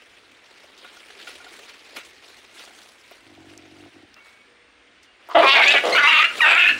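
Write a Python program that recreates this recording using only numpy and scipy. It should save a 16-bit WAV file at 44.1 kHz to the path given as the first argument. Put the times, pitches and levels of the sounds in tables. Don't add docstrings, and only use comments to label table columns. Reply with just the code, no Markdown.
import sys
import numpy as np
from scipy import signal
from scipy.io import wavfile
from scipy.ndimage import uniform_filter1d, minimum_filter1d

SR = 44100
rng = np.random.default_rng(int(sys.argv[2]) if len(sys.argv) > 2 else 0)


def voltage_ratio(decibels):
    exponent = np.asarray(decibels, float) / 20
    return 10 ** exponent


def to_wav(s):
    ch = np.atleast_2d(s).T
    pcm = np.round(np.clip(ch, -1, 1) * 32767)
    wavfile.write(sys.argv[1], SR, pcm.astype(np.int16))


N = 299439

# [pitch_hz, level_db, t60_s (time to fade 60 dB)]
PLATE_MODES = [(398, 0.5, 0.1), (730, 6.5, 0.052), (1430, 5.5, 0.07), (2440, -5, 0.12), (2730, -4, 0.047),
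               (3920, 0, 0.087)]


def evened(x):
    return x / np.sqrt(np.mean(x ** 2) + 1e-20)


def drift(shape, size):
    return evened(uniform_filter1d(rng.standard_normal(shape), size))


def columns(rows, t):
    s, *values = np.transpose(rows)
    return [np.interp(t, s, v) for v in values]


def span(rows):
    first, last = round(rows[0][0] * SR), round(rows[-1][0] * SR)
    return np.arange(first, min(last, N)) / SR


def add(mix, s, sound):
    part = mix[round(s * SR):][:len(sound)]
    part += sound[:len(part)]


def resonate(x, hz, width_hz):
    turn = np.exp(2j * np.pi * np.cumsum(hz * np.ones(len(x))) / SR)
    r = np.exp(-np.pi * width_hz / SR)
    smooth = signal.lfilter([(1 - r) ** 2], [1, -2 * r, r ** 2], x / turn + 1e-18)
    return 2 * (turn * smooth).real


def steady(x, size=900):
    return x / np.sqrt(uniform_filter1d(x ** 2, size) + 1e-12)


def folds(hz, rough, jitter, top_hz):
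    air, strength = rng.standard_normal((2, len(hz)))
    turns = np.cumsum(hz * (1 + jitter * rough * drift(len(hz), 600))) / SR
    pulses = sum(np.cos(2 * np.pi * k * turns + .11 * k * k) * (k * hz < top_hz)
                 for k in range(1, int(top_hz / hz.min())))
    pulses = steady(pulses) * voltage_ratio(4 * rough * uniform_filter1d(strength[turns.astype(int)], 30))
    puffs = evened((.5 + np.exp(-(turns % 1) / 0.33)) * air) * np.sqrt(SR / 2 / top_hz)
    return np.sqrt(1 - rough ** 2) * pulses + .62 * rough ** 2.4 * puffs


def noise(spectrum, shape_db, patchy_db, size):
    hz = np.fft.rfftfreq(size, 1 / SR)[:, None]
    t = np.arange(4 * N // size + 5) * size / 4 / SR
    a, b, patches = rng.standard_normal((len(t), len(hz), 3)).T
    patches = evened(uniform_filter1d(uniform_filter1d(patches, 6, 0), 14, 1))
    f, level_db = np.transpose(spectrum)
    colour_db = np.interp(np.log(hz + 1), np.log(f + 1), level_db)
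    z = (a + 1j * b) * voltage_ratio(colour_db + patchy_db * patches)
    scale = np.std(signal.istft(z, nperseg=size, noverlap=3 * size // 4)[1])
    shaped = signal.istft(z * voltage_ratio(shape_db(hz, t)), nperseg=size, noverlap=3 * size // 4)[1]
    return shaped[:N] / scale


def air():
    # [pitch_hz, relative_level_db]
    air_colour = [(26, -41), (45, 1), (92, -7.5), (135, -6), (165, -9), (205, -3), (290, 1), (474, -5),
                  (989, -5.5), (2120, -0.5), (3630, -8.5), (7760, -24), (8990, -18.5), (13000, -87),
                  (15800, -32)]
    return voltage_ratio(-56) * noise(air_colour, lambda hz, t: 0 * t, patchy_db=2.0, size=2048)


def thuds():
    # [start_s, level_db]
    pushes = [(5.367, -26), (5.947, -39), (6.55, -44)]
    out, t = np.zeros(N), np.arange(9000) / SR
    for s, level_db in pushes:
        tone = np.sin(2 * np.pi * 55 * t) * np.minimum(t / 0.0024, 1)
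        add(out, s - .004, voltage_ratio(level_db - 60 * t / 0.042) * tone)
    return out


def whistles():
    # [start_s, end_s, pitch_hz, level_db]
    tones = [(4.162, 4.2, 2730, -46), (4.17, 4.457, 2240, -53.5), (4.45, 4.955, 480, -62),
             (5.07, 5.128, 2840, -54.5)]
    out = np.zeros(N)
    for s, end, hz, level_db in tones:
        t = np.arange(0, end - s, 1 / SR)
        waver_db = 2.6 * drift(len(t), 900)
        tone = np.sin(2 * np.pi * hz * t) * signal.windows.tukey(len(t), .15)
        add(out, s, voltage_ratio(level_db - 7 * t / (end - s) + waver_db) * tone)
    return out


def paws(t):
    # [loudest_s, level_db, fade_s (time to fade 10 dB), treble_db]
    steps = [(.02, -53, 0.93, -3), (.55, -51.5, 0.6, -4), (.853, -46.5, 0.26, -6.5),
             (.935, -52.5, 0.48, 15), (1.105, -37.5, -0.6, -7), (1.207, -44.5, 0.33, -3.5),
             (1.282, -45.5, 0.11, 12), (1.335, -47, 0.1, 0), (1.416, -43.5, 0.03, -2.5),
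             (1.537, -43.5, 0.22, 2), (1.711, -52.5, 0.3, -3), (1.884, -46, 0.24, -2.5),
             (1.967, -35.5, 0.03, 3.5), (2.05, -48.5, 0.08, 3), (2.256, -48, 0.36, 0.5),
             (2.577, -44.5, 0.16, 4.5), (2.679, -43.5, 0.01, -1), (2.774, -49, 0.28, 4.5),
             (3.114, -51.5, 0.25, 0.5), (3.267, -45, 0, -3), (3.492, -51, 0.36, -1.5),
             (3.582, -52.5, 0.05, -16), (3.8, -53, 0.33, -1.5), (4.268, -58, 0.23, 10.5),
             (5.04, -61, 4.2, -30), (5.389, -22, 0.066, -13.5), (5.5, -26.5, 0.31, -3),
             (5.68, -25, 0.1, -2), (5.87, -28, 0.1556, -2), (5.959, -34, 0.18, -11), (6.05, -31, 0.21, 0),
             (6.378, -31.5, 0.23, 0), (6.78, -35.5, 0.5, -3)]
    rise_share, bed_db = 0.28, -68
    s, level_db, fade_s, treble_db = np.transpose(steps)[:, :, None]
    late = (t - s) / np.maximum(fade_s, .004)
    power = voltage_ratio(2 * (level_db - 10 * np.maximum(late, -late / rise_share)))
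    total = power.sum(0) + voltage_ratio(2 * bed_db)
    return 10 * np.log10(total), (power * treble_db).sum(0) / total


def ground():
    heavy_db = -40
    t = np.arange(0, N / SR, .01)
    level_db = paws(t)[0]
    level_db = np.interp(np.arange(N) / SR, t, level_db + np.minimum(level_db - heavy_db, 0))
    rumble = resonate(rng.standard_normal(N), hz=222, width_hz=127)
    return voltage_ratio(level_db - 19) * evened(rumble)


def leaves():
    # [pitch_hz, relative_level_db]
    leaf_colour = [(170, -41), (330, -1.5), (700, -8), (1000, -10), (1440, -7.5), (2500, -4.5), (4000, -8),
                   (7000, -17.5), (10000, -20.5), (13000, -34), (15800, -27)]

    def shape_db(hz, t):
        level_db, treble_db = paws(t)
        return level_db + np.clip(np.log2(hz / 3500 + 1e-9), 0, 1) * treble_db

    crackle = voltage_ratio(2.2 * np.minimum(rng.exponential(1, N), 4)) * (rng.random(N) < 300 / SR)
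    grain = signal.oaconvolve(crackle, np.exp(-np.arange(1500) / SR / .003))[:N]
    rustle = noise(leaf_colour, shape_db, patchy_db=2.8, size=256) * evened(2.4 + grain)

    cracks = np.zeros(N)
    f, colour_db = np.transpose(leaf_colour)
    for hz in np.geomspace(350, 11000, 16):
        u = np.arange(0, 5 / hz + .002, 1 / SR)
        train = voltage_ratio(4 * np.minimum(rng.exponential(1, N), 3)) * (rng.random(N) < 14 / SR)
        crack = np.sin(2 * np.pi * hz * u) * np.hanning(len(u))
        crack *= voltage_ratio(np.interp(hz, f, colour_db)) * np.sqrt(hz / f[1])
        cracks += signal.oaconvolve(train, crack)[:N]
    t = np.arange(0, N / SR, .005)
    level_db = np.interp(np.arange(N) / SR, t, paws(t)[0])
    return rustle + evened(cracks) * voltage_ratio(level_db - 12)


def snaps():
    # [start_s, peak_db, centre_hz, t60_s]
    breaks = [(.64, -41.5, 533, 0.044), (0.778, -37.5, 3940, 0.14), (.846, -36, 1240, 0.045),
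              (1.192, -44, 2570, 0.49), (1.272, -30, 2570, 0.21), (1.696, -34, 2460, 0.14),
              (1.954, -34.5, 423, 0.054), (1.964, -25.5, 2320, 0.24), (2.447, -46, 2370, 0.132),
              (2.595, -32, 2730, 0.14), (2.652, -34, 4700, 0.036), (3.112, -35, 690, 0.031),
              (3.351, -38.5, 2880, 0.026), (3.578, -29.5, 5850, 0.0098), (4.143, -35.5, 4070, 0.014),
              (4.165, -40, 1630, 0.29), (4.259, -41, 1630, 0.23), (5.03, -45.5, 5030, 0.12),
              (5.289, -29, 796, 0.053), (5.661, -34, 6900, 0.034), (5.963, -29, 9100, 0.042),
              (6.25, -39, 9100, 0.019), (6.513, -28, 9000, 0.013), (6.577, -32.5, 8800, 0.022)]
    out, t = np.zeros(N), np.arange(9000) / SR
    ring = sum(voltage_ratio(db - 60 * t / t60) * np.sin(2 * np.pi * hz * t) for hz, db, t60 in PLATE_MODES)
    for s, peak_db, hz, t60 in breaks:
        fade = voltage_ratio(-60 * t / t60) + 0.39 * voltage_ratio(-60 * t / 0.0014)
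        burst = rng.standard_normal(len(t)) * fade
        body = resonate(burst, hz, 0.92 * hz)
        crack = 0.021 * np.diff(burst, prepend=0)
        plate = 0.0079 * signal.oaconvolve(body, ring)[:len(t)]
        colour = body + crack + plate
        add(out, s - .001, voltage_ratio(peak_db) * colour / abs(colour).max())
    return out


def knocks():
    # [start_s, peak_db, pitch_hz (of the modes struck most)]
    hits = [(0.846, -35.5, 1500), (0.968, -39, 1420), (1.101, -41, 366), (1.166, -45.5, 323),
            (1.273, -30, 1430), (1.315, -44, 1460), (1.403, -36, 1410), (1.465, -33.5, 1110),
            (1.62, -46, 624), (2.675, -43, 834), (2.706, -43, 764)]
    out, t = np.zeros(N), np.arange(5000) / SR
    for s, peak_db, near_hz in hits:
        ring = np.zeros(len(t))
        for hz, db, t60 in PLATE_MODES:
            struck_db = db - 8.3 * np.log2(hz / near_hz) ** 2
            ring += voltage_ratio(struck_db - 60 * t / t60) * np.sin(2 * np.pi * hz * t)
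        ring *= np.minimum(t / 0.0029, 1)
        add(out, s - .001, voltage_ratio(peak_db) * ring / abs(ring).max())
    return out


def growl():
    # [start_s, length_s, level_db, chest_share (multiplies the chest pitches)]
    warnings = [(3.171, 0.73, -50.5, 1), (3.928, 0.088, -51.5, 1), (4.014, 0.049, -50.5, 1),
                (6.665, 0.218, -44, 0.88)]
    # [pitch_hz, width_hz, level_db]
    chest_modes = [(112, 78, 3.5), (314, 82, 10.5), (695, 130, -1.5)]
    swell_share, stop_s = 0.3, 0.025
    high_pass = signal.butter(3, 70, "high", fs=SR, output="sos")
    out = np.zeros(N)
    for start, length, level_db, share in warnings:
        t = np.arange(0, length, 1 / SR)
        drive = folds(49.5 + 0 * t, rough=.47, jitter=.2, top_hz=1000)
        chest = sum(voltage_ratio(db) * resonate(drive, f * share, w) for f, w, db in chest_modes)
        chest = signal.sosfilt(high_pass, chest)
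        waver_db = 2 * drift(len(t), 800)
        end_rise_db = 2.5 * (t / length) ** 4
        shape = np.minimum(t / (swell_share * length), 1) * np.minimum((length - t) / stop_s, 1)
        add(out, start, voltage_ratio(level_db + waver_db + end_rise_db) * steady(chest, size=4000) * shape)
    return out


def big_dog():
    # [start_s, length_s, effort_db, first_throat_hz, loudest_share (0-1 of the length)]
    snarls = [(5.284, 0.051, -35.5, 1160, 0.7), (5.345, 0.082, -7.5, 740, 0.17),
              (5.42, 0.046, -14.5, 545, 0.5), (5.503, 0.11, -14.5, 896, 0.98), (5.629, 0.11, -24, 700, 0.4),
              (5.737, 0.039, -18.5, 660, 0.03), (5.833, 0.19, -20.5, 550, 0.05),
              (6.425, 0.15, -25.5, 850, 0.43)]
    # [time_s, beat_rate_hz, irregularity (0 clear - 1 chaos)]
    snarl_folds = [(5.28, 120, .85), (5.343, 345, .62), (5.38, 330, .62), (5.39, 319, .35), (5.41, 312, .6),
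                   (5.43, 190, .85), (5.8, 180, .85), (5.83, 185, .66), (5.98, 165, .66), (6.2, 160, .85),
                   (6.79, 150, .85)]
    # [pitch_hz, width_hz, level_db]
    upper_throat = [(1113, 210, -10.5), (2020, 230, -14.5), (2880, 1200, -13.5)]
    edge_db, flatness = -26, 2.93
    out = np.zeros(N)
    for start, length, effort_db, first_hz, loudest in snarls:
        u = np.arange(0, length, 1 / SR) / length
        away = abs(np.interp(u, [0, np.clip(loudest, .02, .98), 1], [-1, 0, 1]))
        drive = folds(*columns(snarl_folds, start + u * length), jitter=.16, top_hz=4000)
        throat = steady(resonate(drive, first_hz * (1 - 0.062 * u), 467), size=600)
        throat += sum(voltage_ratio(db + 3 * u) * steady(resonate(drive, f, w)) for f, w, db in upper_throat)
        add(out, start, voltage_ratio(effort_db + edge_db * away ** flatness) * throat)
    return out


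def screams():
    # [time_s, effort_db, low_hz, mid_hz, gape (0-1), strain (0-1)]
    scream_tables = [
        [(5.41, -21, 1120, 2380, 0.55, 0.4), (5.432, -15.5, 1090, 2000, 0.29, 0.56),
         (5.512, -8.5, 1040, 2500, 0.68, 0.92), (5.558, -8.5, 1580, 2310, 0.78, 0.75),
         (5.612, -11, 1486, 2360, 0.86, 0.54), (5.646, -9, 1660, 2350, 0.7, 0.52),
         (5.696, -7, 1750, 2680, 0.89, 0.58), (5.726, -18, 1620, 2400, 0.7, 0.96),
         (5.78, -11, 1480, 2180, 0.82, 0.23), (5.81, -40, 1560, 2400, 0.05, 0.14)],
        [(5.945, -7, 1170, 2300, 0.14, 0.6), (5.959, -19.5, 1210, 2570, 0.87, 0.9),
         (5.985, -11, 1550, 2440, 0.34, 0.58), (6.021, -19.5, 1430, 2000, 0.39, 0.6),
         (6.053, -8, 1190, 2140, 0.6, 0.42), (6.097, -8, 1120, 2460, 0.92, 0.2),
         (6.135, -14, 1170, 2130, 0.91, 0.64), (6.193, -13.5, 1239, 2440, 0.72, 0.81),
         (6.217, -17.5, 1250, 2310, 1, 0.68), (6.247, -7, 1420, 2300, 0.95, 0), (6.272, -31, 1410, 2500, 1, 0)],
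        [(6.425, -10, 1600, 2580, 0.1, 0.6), (6.481, -11, 1410, 2350, 0.7, 0.33),
         (6.503, -12.5, 1530, 2555, 0.79, 0.55), (6.563, -16, 1410, 2170, 0.54, 0.48),
         (6.601, -7, 1500, 2440, 0.71, 0.43), (6.647, -14.5, 1620, 2500, 0.9, 0.5),
         (6.695, -14, 1490, 2420, 0.85, 0.2), (6.74, -34, 1730, 2440, 1, 0.14)],
    ]
    # [time_s, beat_rate_hz, irregularity (0 clear - 1 chaos)]
    pup_folds = [(5.41, 275, .8), (5.45, 262, .6), (5.465, 265, .26), (5.505, 277, .36), (5.53, 276, .62),
                 (5.55, 280, .66), (5.65, 280, .74), (5.74, 292, .55), (5.8, 290, .6), (5.945, 340, .48),
                 (5.995, 291, .42), (6.03, 284, .27), (6.055, 290, .25), (6.078, 312, .7), (6.2, 310, .68),
                 (6.28, 345, .65), (6.43, 303, .5), (6.46, 295, .5), (6.48, 350, .62), (6.55, 325, .66),
                 (6.6, 350, .7), (6.74, 352, .65)]
    # [start_s, pitch_hz, glide_hz_per_s]
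    ring_rows = np.array([(5.41, 2278, 3002), (5.513, 2770, -1000), (5.553, 2330, -1200),
                          (5.661, 2318, 8490.5), (5.743, 2225, 7998), (5.763, 2880, 501.5),
                          (5.779, 2300, -500), (5.946, 2170, 9000), (6.0, 2020, 1502), (6.074, 2730, -300),
                          (6.2, 2040, 500.5), (6.24, 2744, 502), (6.425, 2640, -2000), (6.47, 2680, -5500),
                          (6.529, 2590, -7000), (6.58, 2730, -300), (6.613, 2664, -9000),
                          (6.644, 2437, 3006), (6.701, 2740, -2000)])
    # [time_s, level_db, width_s]
    voice_cracks = [(5.654, -13, 0.0094), (5.73, -11, 0.0069), (6.237, -12, 0.0051)]
    # [time_s, pitch_hz]
    shrill_rows = [(5.41, 5270), (5.63, 5100), (5.665, 6130), (5.72, 7450), (5.78, 5940), (5.945, 6160),
                   (6.09, 6100), (6.135, 7030), (6.2, 6400), (6.43, 7730), (6.57, 7480), (6.63, 6400),
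                   (6.74, 6100)]
    # [pitch_hz, width_hz, level_db]
    nose, back = [(910, 660, -9.5), (4640, 260, -19)]
    out = np.zeros(N)
    for rows in scream_tables:
        t = span(rows)
        effort_db, low_hz, mid_hz, gape, strain = columns(rows, t)
        effort_db = effort_db + sum(db * np.exp(-((t - s) / width) ** 2) for s, db, width in voice_cracks)
        beat_hz, rough = columns(pup_folds, t)
        drive = folds(beat_hz, rough, jitter=.065, top_hz=9000)

        flicker = drift((4, len(t)), 600)
        ragged_db = 5.5 * flicker[0]
        low_db, ring_db, top_db = 4.5 * rough * flicker[1:]
        warble = 1 + .03 * evened(uniform_filter1d(drift((2, len(t)), 400), 400))
        current = np.maximum(np.searchsorted(ring_rows[:, 0], t, "right") - 1, 0)
        s, ring_hz, glide = ring_rows[current].T
        ring_hz = (ring_hz + glide * (t - s)) * np.sqrt(warble[0])
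        shrill_hz = columns(shrill_rows, t)[0]

        low = steady(resonate(drive, low_hz, 386))
        mid = 0.7 * steady(resonate(drive, mid_hz, 930))
        mid += 0.75 * voltage_ratio(1.46 * ring_db) * steady(resonate(drive, ring_hz, 105))
        top = steady(resonate(drive, 3530 * warble[1], 1050))
        shrill = steady(resonate(drive, shrill_hz, 1400))
        shrill += 0.76 * steady(resonate(drive, shrill_hz * warble[1], 160))

        throat = voltage_ratio(17 - 34.5 * gape + low_db) * low - steady(mid)
        throat += voltage_ratio(-34 + 33.5 * strain + top_db) * top
        throat -= voltage_ratio(-42.5 + 19 * strain + ragged_db) * steady(shrill)
        throat -= voltage_ratio(nose[2] - 17.5 * gape) * steady(resonate(drive, *nose[:2]))
        throat -= voltage_ratio(back[2] + ragged_db) * strain ** 2 * steady(resonate(drive, *back[:2]))
        add(out, t[0], voltage_ratio(effort_db) * steady(throat, size=500) * signal.windows.tukey(len(t), .07))
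    return out


def squeaks():
    # [time_s, pitch_hz, level_db]
    squeak_tables = [
        [(5.918, 1880, -38), (5.928, 2095, -13), (5.94, 2098, -14), (5.948, 2100, -33)],
        [(6.17, 1198, -14.5), (6.21, 1234, -18.5), (6.24, 1340, -25.5), (6.255, 1404, -14.5), (6.28, 1385, -48),
         (6.325, 1443, -23)],
        [(6.388, 1463, -51), (6.396, 1376, -28), (6.404, 1294, -23), (6.411, 1130, -17)],
        [(6.411, 958, -43), (6.418, 923, -24.5), (6.428, 943, -15.5), (6.438, 932, -18), (6.46, 872, -37)],
        [(6.635, 1779, -26), (6.66, 1735, -17), (6.72, 1678, -26.5), (6.78, 1770, -40)],
        [(5.66, 1154, -18), (5.69, 1194, -27), (5.715, 1254, -21), (5.73, 1270, -21)],
        [(5.948, 699, -22), (5.965, 714.3, -19.5), (5.99, 768, -12.5)],
        [(6.005, 934, -44), (6.045, 947, -25), (6.07, 988, -28), (6.095, 973, -20.5), (6.122, 945, -30)],
        [(6.655, 1281, -25), (6.68, 1300, -16), (6.697, 1451, -17.5), (6.715, 1370, -30)],
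    ]
    # level_db of partials 1, 2, ..
    partial_levels = [(0, -6, -30), (0, -5, -18.5), (0, 2), (0, 8, 12, 0), (0, -30), (-25, 0, -5, -17),
                      (-20, -3, 0, 0), (-10, 0, 0, 0, -11, -16), (-20, 0, -18)]
    out = np.zeros(N)
    for rows, levels in zip(squeak_tables, partial_levels):
        t = span(rows)
        hz, level_db = columns(rows, t)
        wobble = .018 * drift(len(t), 250)
        flicker_db = 5 * drift((len(levels), len(t)), 350)
        angle = 2 * np.pi * np.cumsum(hz * (1 + wobble)) / SR
        tone = sum(voltage_ratio(db + flicker_db[k]) * np.sin((k + 1) * angle) for k, db in enumerate(levels))
        add(out, t[0], voltage_ratio(level_db) * tone * signal.windows.tukey(len(t), .15))
    return out


def grove(x):
    taps = np.zeros(SR // 2)
    at = np.arange(300, len(taps) - 20, 20)
    taps[at + rng.integers(0, 20, len(at))] = rng.choice([-1., 1.], len(at))
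    hz, t, z = signal.stft(taps, SR, nperseg=256)
    t60_s = 0.41 / (1 + hz[:, None] / 6000)
    tail = signal.istft(z * voltage_ratio(-60 * t / t60_s), SR, nperseg=256)[1]
    return signal.oaconvolve(x, tail / np.linalg.norm(tail))[:N]


def scene():
    dogs = screams() + squeaks() + big_dog()
    near = dogs + voltage_ratio(-12) * grove(dogs) + leaves() + snaps() + knocks()
    near = signal.sosfilt(signal.butter(3, 360, "high", fs=SR, output="sos"), near)
    return (near + growl() + ground() + thuds() + whistles() + air())[None]


def top_cut(x):
    return signal.sosfilt(signal.butter(12, 17020, fs=SR, output="sos"), x)


def record(dry):
    notch_hz, notch_width_hz, edge_hz, ceiling = 166, 40.4, 15800, .64
    heard = signal.sosfilt(signal.butter(3, 50, "high", fs=SR, output="sos"), dry)
    heard = signal.lfilter(*signal.iirnotch(notch_hz, notch_hz / notch_width_hz, SR), heard)
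    low_pass = signal.firwin(401, edge_hz, window=("kaiser", 8), fs=SR)
    heard = signal.oaconvolve(heard, low_pass[None], "same")
    gain = minimum_filter1d(np.minimum(1, ceiling / (abs(heard) + 1e-9)), size=400)
    mix = heard * uniform_filter1d(gain, size=400)
    return top_cut(mix)


dry = scene()
out = record(dry)
to_wav(out)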